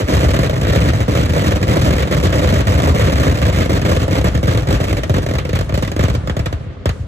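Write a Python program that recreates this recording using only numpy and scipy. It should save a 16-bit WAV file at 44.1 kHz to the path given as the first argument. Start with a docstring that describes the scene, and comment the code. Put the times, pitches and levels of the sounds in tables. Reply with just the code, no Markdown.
"""A wet field at night, with the finale of a firecracker barrage heard from across it. Small crackers
burst so fast that they merge into a rumble, then burn out and leave single shells, each trailed by
lesser charges. A burst is a sharp crack plus a thump that sweeps downward, as the low notes travel late
over the soft ground. The field scatters the sound into a long roll and sends back two dull echoes.
A few of the late shells also ring with a hollow knock."""
import sys
import numpy as np
from scipy import signal
from scipy.fft import rfft, irfft, next_fast_len
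from scipy.io import wavfile
from scipy.ndimage import uniform_filter1d, minimum_filter1d

SR = 44100
rng = np.random.default_rng(int(sys.argv[2]) if len(sys.argv) > 2 else 0)


def persist_wave(psi):
    """Save psi, clipped to +-1, as 16-bit WAV."""
    counts = np.round(np.clip(psi, -1, 1) * 32767).astype(np.int16)
    wavfile.write(sys.argv[1], SR, np.atleast_2d(counts).T)


N = 311787
BURST_SIZE, PADDED = 8192, next_fast_len(2 * N)  # samples of working room: one burst, the whole scene
FREQ = np.maximum(np.arange(PADDED // 2 + 1) * SR / PADDED, 1)

# the shells that stand out, some after a pause in the small crackers:
# (time [s], relative thump level [dB], relative crack level [dB], pause before it [s])
SHELLS = [(0.02, 2, -8, 0.0017), (.078, -10, -15, 0.05), (0.124, 1.5, 0, 0), (.137, 0, 6, 0),
          (0.149, -4, 3, 0), (0.168, 0, 6, 0), (.231, 4.5, 1.5, .0049), (.306, -1, 5.5, 0.013),
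          (.336, 3, 4, .014), (.361, -4, -0.5, 0.0091), (.39, 6, 7, 0.021), (.432, -2, 5, 0.0098),
          (.496, -6, 5.5, 0.012), (.532, 1, -5, 0.02), (.601, -7, -10, 0.018), (.669, 4, 0, .018),
          (.734, 1, 4, 0), (.76, 5, 7.5, 0), (.858, 3.5, 2, 0), (.887, 3.5, 6, .004),
          (.934, 3.5, 0, 0.0077), (0.994, -3, -6, 0.006), (1.004, -0.5, 1, 0), (1.081, 4.5, -3, 0.041),
          (1.151, 2.5, 6, 0.011), (1.173, -2, 6.5, .008), (1.189, 3, 0, 0.0027), (1.212, -3, 2, 0),
          (1.286, -6, -9, 0.024), (1.363, 4, 2, 0.0035), (1.461, 2, -2, 0), (1.52, 4, 6, 0),
          (1.614, -6, -3, .043), (1.628, -4, -8, 0.016), (1.671, -0.5, -2, 0.029), (1.691, 4, -6, 0.0042),
          (1.705, 3, 0, 0.00044), (1.768, 7, 5, 0), (1.819, -5, 2, 0), (1.847, 2.5, 4, 0.0033),
          (1.863, 5.5, 5, 0), (1.906, 4, 1, 0.0074), (1.955, -4, -1, 0.011), (1.982, -1, 4, 0.0095),
          (2.053, -2.5, -9, 0), (2.074, -9, 1, .039), (2.11, -2, -3, .03), (2.139, 2, 3, 0.0069),
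          (2.176, 1, 2, 0), (2.229, -3, 3, 0.0042), (2.243, -15, 3, 0.0043), (2.294, 1.5, -6, 0.02),
          (2.324, -7, -3, 0.018), (2.339, 2, -1, 0.0066), (2.446, 4.5, 3.5, 0), (2.525, 4.5, -1, 0),
          (2.601, 1, 0, 0.0054), (2.67, 2.5, 2, 0.057), (2.741, 2, -1, 0), (2.777, -2, 1, 0.016),
          (2.8, 3, 2, 0.0015), (2.873, 3, 2, .004), (2.888, 5, 6, 0.0019), (2.943, 2.5, -14, 0.022),
          (2.995, -2, 3.5, .008), (3.033, 4, -4, 0.011), (3.082, 0, -7, 0), (3.157, 0, 1.5, 0.01),
          (3.199, 2.5, 1.5, 0.013), (3.232, 0, 4.5, 0), (3.267, 7.5, 6, 0.0048), (3.387, -4, 1, 0.0072),
          (3.413, -5, -7, 0.027), (3.453, 3.5, 3.5, 0.012), (3.481, 2, -1, 0), (3.526, -11, 1, 0.026),
          (3.586, 3.5, 6, 0.00096), (3.608, 2.5, 5.5, 0), (3.694, 2.5, -11, 0.033), (3.816, -1, 4, 0.011),
          (3.85, 0.5, 2, 0.044), (3.893, 1, 5, 0), (3.915, 2.5, 5, 0), (3.966, 2.5, -1, 0.00059),
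          (3.998, -5, -5, 0.027), (4.08, 1, -1, 0.036), (4.101, -5, -7, 0.05), (4.13, -1, 3, 0),
          (4.153, 2, 3, 0.0013), (4.187, -2, 0.5, 0.001), (4.213, -5, -5, 0.017), (4.243, 3.5, 5, 0.02),
          (4.27, 0, 2, 0), (4.344, -3.5, -13, .057), (4.375, -9, -4.5, 0.024), (4.43, 3.5, 1, 0.044),
          (4.479, 5, 5, 0), (4.509, 0, -4, 0.004), (4.549, 3.5, -6, 0), (4.574, 1.5, 5.5, .008),
          (4.672, 2, -1.5, 0.036), (4.687, 0, 1.5, 0), (4.708, 1, 6.5, 0.0028), (4.727, 4, 6.5, 0),
          (4.748, 0.5, 3, 0), (4.802, 2, 1, .02), (4.81, -2, 0, 0.012), (4.841, -3, 5, 0.00016),
          (4.909, -2, 0.5, 0.000042), (4.928, 4, 3.5, 0.0057), (4.969, -6.5, 3.5, 0.01),
          (4.993, -5, -7, 0.0054), (5.034, -7.5, 3.5, 0.039), (5.096, 3.5, 5, 0.056),
          (5.104, 1.5, -7, 0.02), (5.141, 4, 2, 0.021), (5.163, 2, 0, 0), (5.183, 1, 2.5, 0),
          (5.221, -16, -5, 0.032), (5.238, -6.5, -4, 0.0074), (5.263, -2.5, 1, .019), (5.288, 1, -5, 0.015),
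          (5.311, -3, 0, 0), (5.337, 0, 0, 0.025), (5.353, -1, 1.5, .005), (5.385, -4.5, 5, 0.047),
          (5.452, -2.5, 0, 0.069), (5.492, -1.5, -2.5, .04), (5.531, 3, 1, .036), (5.555, -5, 5, 0.0013),
          (5.589, 0.5, 4, .013), (5.61, 1, 2, .0082), (5.694, -2, -3, 0.12), (5.724, 1.5, -10, 0),
          (5.742, -5, 5, 0.0083), (5.752, -4, 1.5, 0.013), (5.776, 3, 3.5, 0.042), (5.824, 0, 2.5, 0.02),
          (5.849, -8, -0.5, 0.0097), (5.866, -13, -13, 0.011), (5.917, -5, 2.5, 0.013),
          (5.964, 2, 1.5, 0.084), (5.993, 6, 4.5, .03), (6.007, -6, 2, .012), (6.037, 4, 6.5, 0),
          (6.049, -4, 1, 0.011), (6.083, 3, 1, 0), (6.1, 0, 2, 0.0019), (6.15, -1, 2, 0.0045),
          (6.274, -3, 0.5, .02), (6.297, 2.5, 2.5, .007), (6.367, 2.5, 2.5, .016), (6.393, 1, 2, 0),
          (6.459, -8, 4, .007), (6.465, 0, -4, 0.0089), (6.527, 0.5, -1, 0.0065), (6.857, 6, 6, 0),
          (6.892, 0, 3.5, 0)]
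# the small crackers as the pile burns out: (time [s], relative level of each [dB], pace [bursts/s])
BARRAGE = [(0, -25.5, 192), (.14, -22.5, 173), (.56, -29, 176), (.749, -24.5, 180), (1.05, -28.5, 180.5),
           (1.5, -23.5, 181.5), (2.03, -26.5, 178), (2.2, -24, 182.4), (3.3, -25.5, 181.6),
           (3.9, -26.5, 187), (4.35, -25.5, 140), (4.72, -29.5, 141), (5.0, -29, 95.4), (5.5, -29.5, 61),
           (6.05, -27, 70), (6.199, -38, 21)]
# the tone of one burst from this far away: (frequency [Hz], relative level [dB])
BURST_TONE = [(25, -38.5), (45, -7), (70, 3.5), (115, 1.5), (170, -5), (225, -11.5), (300, -10), (355, -17),
              (410, -12.5), (450, -18.5), (490, -10.5), (660, -15), (770, -23.5), (960, -24), (1130, -23),
              (1350, -26), (2000, -30), (7000, -40.5), (14000, -49)]


def undb(db):
    """Turn decibels into a gain to multiply by."""
    return 10 ** (np.asarray(db) / 20)


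def over_hz(table):
    """Join (frequency, value) rows into a smooth curve over all frequencies."""
    hz, values = np.array(table, float).T
    return np.interp(np.log(FREQ), np.log(hz), values)


def shape(x, gain):
    """Filter a sound with one gain for each frequency."""
    return irfft(rfft(x, PADDED) * gain, PADDED)[..., :N]


def causal(gain):
    """Keep these gains, but make the filter ring only after a blow, never before it."""
    cepstrum = irfft(np.log(gain), PADDED)
    return np.exp(rfft(2 * cepstrum[:PADDED // 2], PADDED) - cepstrum[0])


def delay(hz, seconds):
    """The filter that makes a sound arrive later."""
    return np.exp(-2j * np.pi * hz * seconds)


def unit(x):
    """Scale each row to an energy of 1."""
    return x / np.sqrt(np.sum(x ** 2, axis=-1, keepdims=True))


def waver(rate):
    """A random curve around zero that takes a new value `rate` times a second."""
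    return np.interp(np.arange(N) / SR * rate, np.arange(N), rng.standard_normal(N))


def place(times, sounds):
    """Lay one sound at each time."""
    out = np.zeros(N + BURST_SIZE)
    for start, sound in zip(np.clip(times * SR, 0, N - 1).astype(int), sounds):
        out[start:start + len(sound)] += sound
    return out[:N]


def thumps(times, db, size_spread, boom_db, bounce, pop_db, boom_hz=120, pop_hz=290, pop_width=0.095,
           lag_s=0.010766, lag_hz=100, bend=0.412, top_hz=1500, bounce_s=0.00705):
    """Pressure waves spread by the ground: lower notes arrive later, and big charges swing slower."""
    charge, height = rng.random((len(times), 2)).T[..., None]
    size = np.exp(size_spread * (2 * charge - 1))
    hz = np.maximum(np.arange(BURST_SIZE // 2 + 1) * SR / BURST_SIZE, 10)
    sweep_cycles = lag_s * lag_hz / bend * (lag_hz / (hz * size)) ** bend - 0.26
    # heavy charges boom in the bass, light ones pop higher up
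    bass = 1 / (1 + (hz / boom_hz) ** 4)
    pop = np.exp(-(np.log(hz * size / pop_hz) / pop_width) ** 2)
    tone = undb(boom_db * bass + pop_db * pop) / np.sqrt(1 + (hz / top_hz) ** 2)
    # a second path, its length set by the height of the burst, gives each one its own hollow knock
    hollow = 1 + bounce * (1 - bass) * delay(hz, height * bounce_s)
    waves = irfft(tone * hollow * np.exp(2j * np.pi * sweep_cycles))[:, :BURST_SIZE // 2]
    return place(times, waves * undb(db)[:, None])


def ground_bounce(hz, strength, typical_s, stretch):
    """The filter that adds a slightly late copy off the ground, making a crack sound hollow."""
    late_s = np.round(SR * typical_s * np.exp(stretch)) / SR
    return 1 + strength * delay(hz, late_s)


def cracks(times, db, ragged_db, low_hz, grit_db=5, snap_s=.0062, spray_s=.045, spray_db=-6,
           dull_hz=6000, bright_db=2, bright_hz=5000):
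    """A clean shock, duller ragged spikes and a faint spray, all doubled by two ground bounces."""
    t = np.arange(BURST_SIZE // 2) / SR
    hz = np.fft.rfftfreq(len(t), 1 / SR)
    noise, grit, chance = rng.standard_normal((len(times), 3, len(t))).swapaxes(0, 1)
    height, sharpness, angle = chance[:, :3].T[..., None]
    sudden_end = np.exp(-(t / snap_s) ** 4)
    spikes = undb(ragged_db) * unit(noise * undb(grit_db * grit) * sudden_end)
    spray = undb(spray_db) * unit(grit * np.exp(-t / spray_s))
    shock = 1 + rfft(spikes + spray) / (1 + 1j * hz / dull_hz)  # the 1 is a perfectly clean click
    bounce = ground_bounce(hz, strength=0.93, typical_s=.0021, stretch=.3 * height)
    graze = ground_bounce(hz, strength=0.64, typical_s=.0006, stretch=.5 * angle)
    brightness = 1 + (undb(bright_db * sharpness) - 1) * 1j * hz / (bright_hz + 1j * hz)
    snaps = irfft(shock * bounce * graze * brightness) * (1 - t / t[-1])
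    bass_cut = signal.butter(2, low_hz, "high", fs=SR, output="sos")
    return signal.sosfilt(bass_cut, place(times, undb(db)[:, None] * unit(snaps)))


def small_crackers(thump_db=20, crack_db=24.5, spread_db=4.5, pause_db=-13,
                   light_db=-5, heavy_db=6.5, heavy_share=0.208, chances=1800):
    """Strings of small crackers go off at random, ever fewer as the pile burns out."""
    when, level_db, pace = np.transpose(BARRAGE)
    jitter, luck, strength, charge = rng.random((chances, 4)).T
    slot_s = when[-1] / chances
    times = (np.arange(chances) + 2 * jitter - 1) * slot_s
    db = np.interp(times, when, level_db) + spread_db * (2 * strength - 1)
    for shell_time, _, _, pause_s in SHELLS:  # they turn quieter in each pause, and a shell ends it
        db += pause_db * ((times < shell_time) & (times > shell_time - pause_s))
    fires = luck < np.interp(times, when, pace) * slot_s
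    times, db = times[fires], db[fires]
    # all of them knock and crack, but only the few heavy ones boom
    boom_db = np.where(charge[fires] < heavy_share, heavy_db, light_db)[:, None]
    body = thumps(times, db + thump_db, size_spread=0.2, boom_db=boom_db, bounce=0.96, pop_db=5)
    return body + cracks(times, db + crack_db, ragged_db=-1.5, low_hz=960)


def big_shells():
    """The loud bursts, each with its own weight of thump and sharpness of crack."""
    times, thump_db, crack_db, _ = np.array(SHELLS, float).T
    body = thumps(times, thump_db, size_spread=0.075, boom_db=2.5, bounce=0.41, pop_db=-14.5,
                  boom_hz=89, lag_s=0.011385)
    return body + cracks(times, crack_db - 0.5, ragged_db=2.5, low_hz=780)


def trailing_charges(per_shell=2, within_s=.016, trail_db=-9):
    """Each shell sets off lesser charges just after it, weaker as the pile burns out."""
    when, _, pace = np.transpose(BARRAGE)
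    times, thump_db, crack_db, _ = np.repeat(np.array(SHELLS, float), per_shell, axis=0).T
    times = times + within_s * rng.random(len(times))
    weaker_db = trail_db + 10 * np.log10(np.interp(times, when, pace) / pace.max())
    body = thumps(times, thump_db + weaker_db, size_spread=0.2, boom_db=-4.5, bounce=1, pop_db=6)
    return body + cracks(times, crack_db + weaker_db - 1, ragged_db=-6, low_hz=1000)


def field_roll(bursts, near_s=0.013, build_s=0.0024, patchy_db=2, patchy_rate=30, wide_hz=300):
    """Each burst goes off somewhere else and scatters as fresh noise: a near spray, then a long roll."""
    # the sound that the field scatters:
    # (frequency [Hz], near spray level [dB], far roll level [dB], time for the roll to fade 60 dB [s])
    scatter = [(58.6, -35, -10, 4.4), (144, -36, -11.5, 4.6), (296, -12, -8.5, 4.7), (574, -9.5, -14, 4.8),
               (1060, -8, -9.5, 2.7), (2430, -2, -11, 3.17), (4870, -6.5, -16.5, 3),
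               (8900, -37, -10.5, 0.73), (14104, -41, -35, 1.0)]
    t = np.arange(N) / SR
    noise, sound = rfft(rng.standard_normal((2, N)), PADDED), rfft(bursts, PADDED)
    centres = np.log([row[0] for row in scatter])
    tone = undb(over_hz(BURST_TONE))
    roll = 0
    for this_band, (_, near_db, far_db, fade_s) in zip(np.eye(len(scatter)), scatter):
        band = np.sqrt(np.interp(np.log(FREQ), centres, this_band))
        near = undb(near_db) * unit(np.exp(-t / near_s))
        far = undb(far_db) * unit(undb(-60 * t / fade_s) * (1 - np.exp(-t / build_s)))
        burst_power = irfft(sound * band, PADDED)[:N] ** 2
        lingering_power = signal.fftconvolve(burst_power, near ** 2 + far ** 2)[:N]
        hiss = irfft(noise * band * tone, PADDED)[:, :N] * undb(patchy_db * waver(patchy_rate))
        roll = roll + np.sqrt(np.abs(lingering_power)) * hiss / hiss.std()
    mid, side = roll
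    side = shape(side, FREQ / (FREQ + wide_hz))  # wide from left to right, except in the bass
    return np.array([mid + side, mid - side]) / np.sqrt(2)


def far_echo(bursts, delay_s, echo_db, top_hz):
    """An edge of the field returns the bursts, dulled to a thump or a faint rattle."""
    return shape(bursts, undb(echo_db) * delay(FREQ, delay_s) / (1 + (FREQ / top_hz) ** 4))


def hollow_knocks():
    """A few of the late shells also ring with a hollow knock."""
    # the knock of each of these shells: (time [s], relative level [dB])
    knocks = [(4.841, -9), (5.168, -11), (5.311, -10), (5.354, -6), (5.745, -9), (5.826, -11), (5.964, -9)]
    times, db = np.array(knocks, float).T
    return thumps(times, db, size_spread=.08, boom_db=-12, bounce=.3, pop_db=12,
                  pop_hz=305, pop_width=.17)


def from_one_side(sound):
    """Sound from one side reaches the two microphone openings with unequal timing and strength."""
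    # how far the left wave runs ahead of the right: (frequency [Hz], lead [radians])
    left_lead = [(0, 0), (600, -1.45), (860, -2.3), (1380, -2.7), (1980, -6.5), (2580, -3.7), (3880, -4.6),
                 (5080, -2.8), (6370, -0.5), (7490, 0.2), (9040, 2.7), (10200, 3.4), (11800, 6.1),
                 (13000, 6.4), (13900, 8.4)]
    # how much louder the left is: (frequency [Hz], left minus right [dB])
    left_balance = [(60, 1.5), (110, 1), (200, 0), (370, -1.4), (670, -0.5), (1220, -3.5), (2240, -5.5),
                    (4090, -1), (7470, 0.3), (13700, -0.5)]
    lead = np.interp(FREQ, *np.transpose(left_lead))
    tilt = undb(over_hz(left_balance) / 2)
    return shape(sound, np.array([tilt * np.exp(1j * lead), 1 / tilt]))


def scene(boost_db=34):
    """The bursts and their two echoes come from one side, while the roll spreads wide."""
    charges = big_shells() + hollow_knocks() + trailing_charges() + small_crackers()
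    bursts = shape(charges, causal(undb(boost_db + over_hz(BURST_TONE))))
    thump_echo = far_echo(bursts, delay_s=.1365, echo_db=-7.5, top_hz=200)
    rattle_echo = far_echo(bursts, delay_s=.243, echo_db=-16.5, top_hz=1800)
    return from_one_side(bursts + thump_echo + rattle_echo) + field_roll(bursts)


def record(dry, ceiling=0.96, limit_db=-3, hold_s=0.0094, top_hz=14700):
    """The phone briefly turns down the loudest bursts, rounds off peaks and cuts the highest treble."""
    hold = int(hold_s * SR)
    allowed_gain = 1 / np.maximum(np.abs(dry).max(axis=0) / undb(limit_db), 1)
    smooth_gain = uniform_filter1d(minimum_filter1d(allowed_gain, hold), hold)
    held = dry * np.sqrt(smooth_gain)
    rounded = held / (1 + (held / ceiling) ** 4) ** (1 / 4)
    treble_cut = signal.ellip(10, .2, 80, top_hz, fs=SR, output="sos")
    return signal.sosfilt(treble_cut, rounded)


dry = scene()
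out = record(dry)
persist_wave(out)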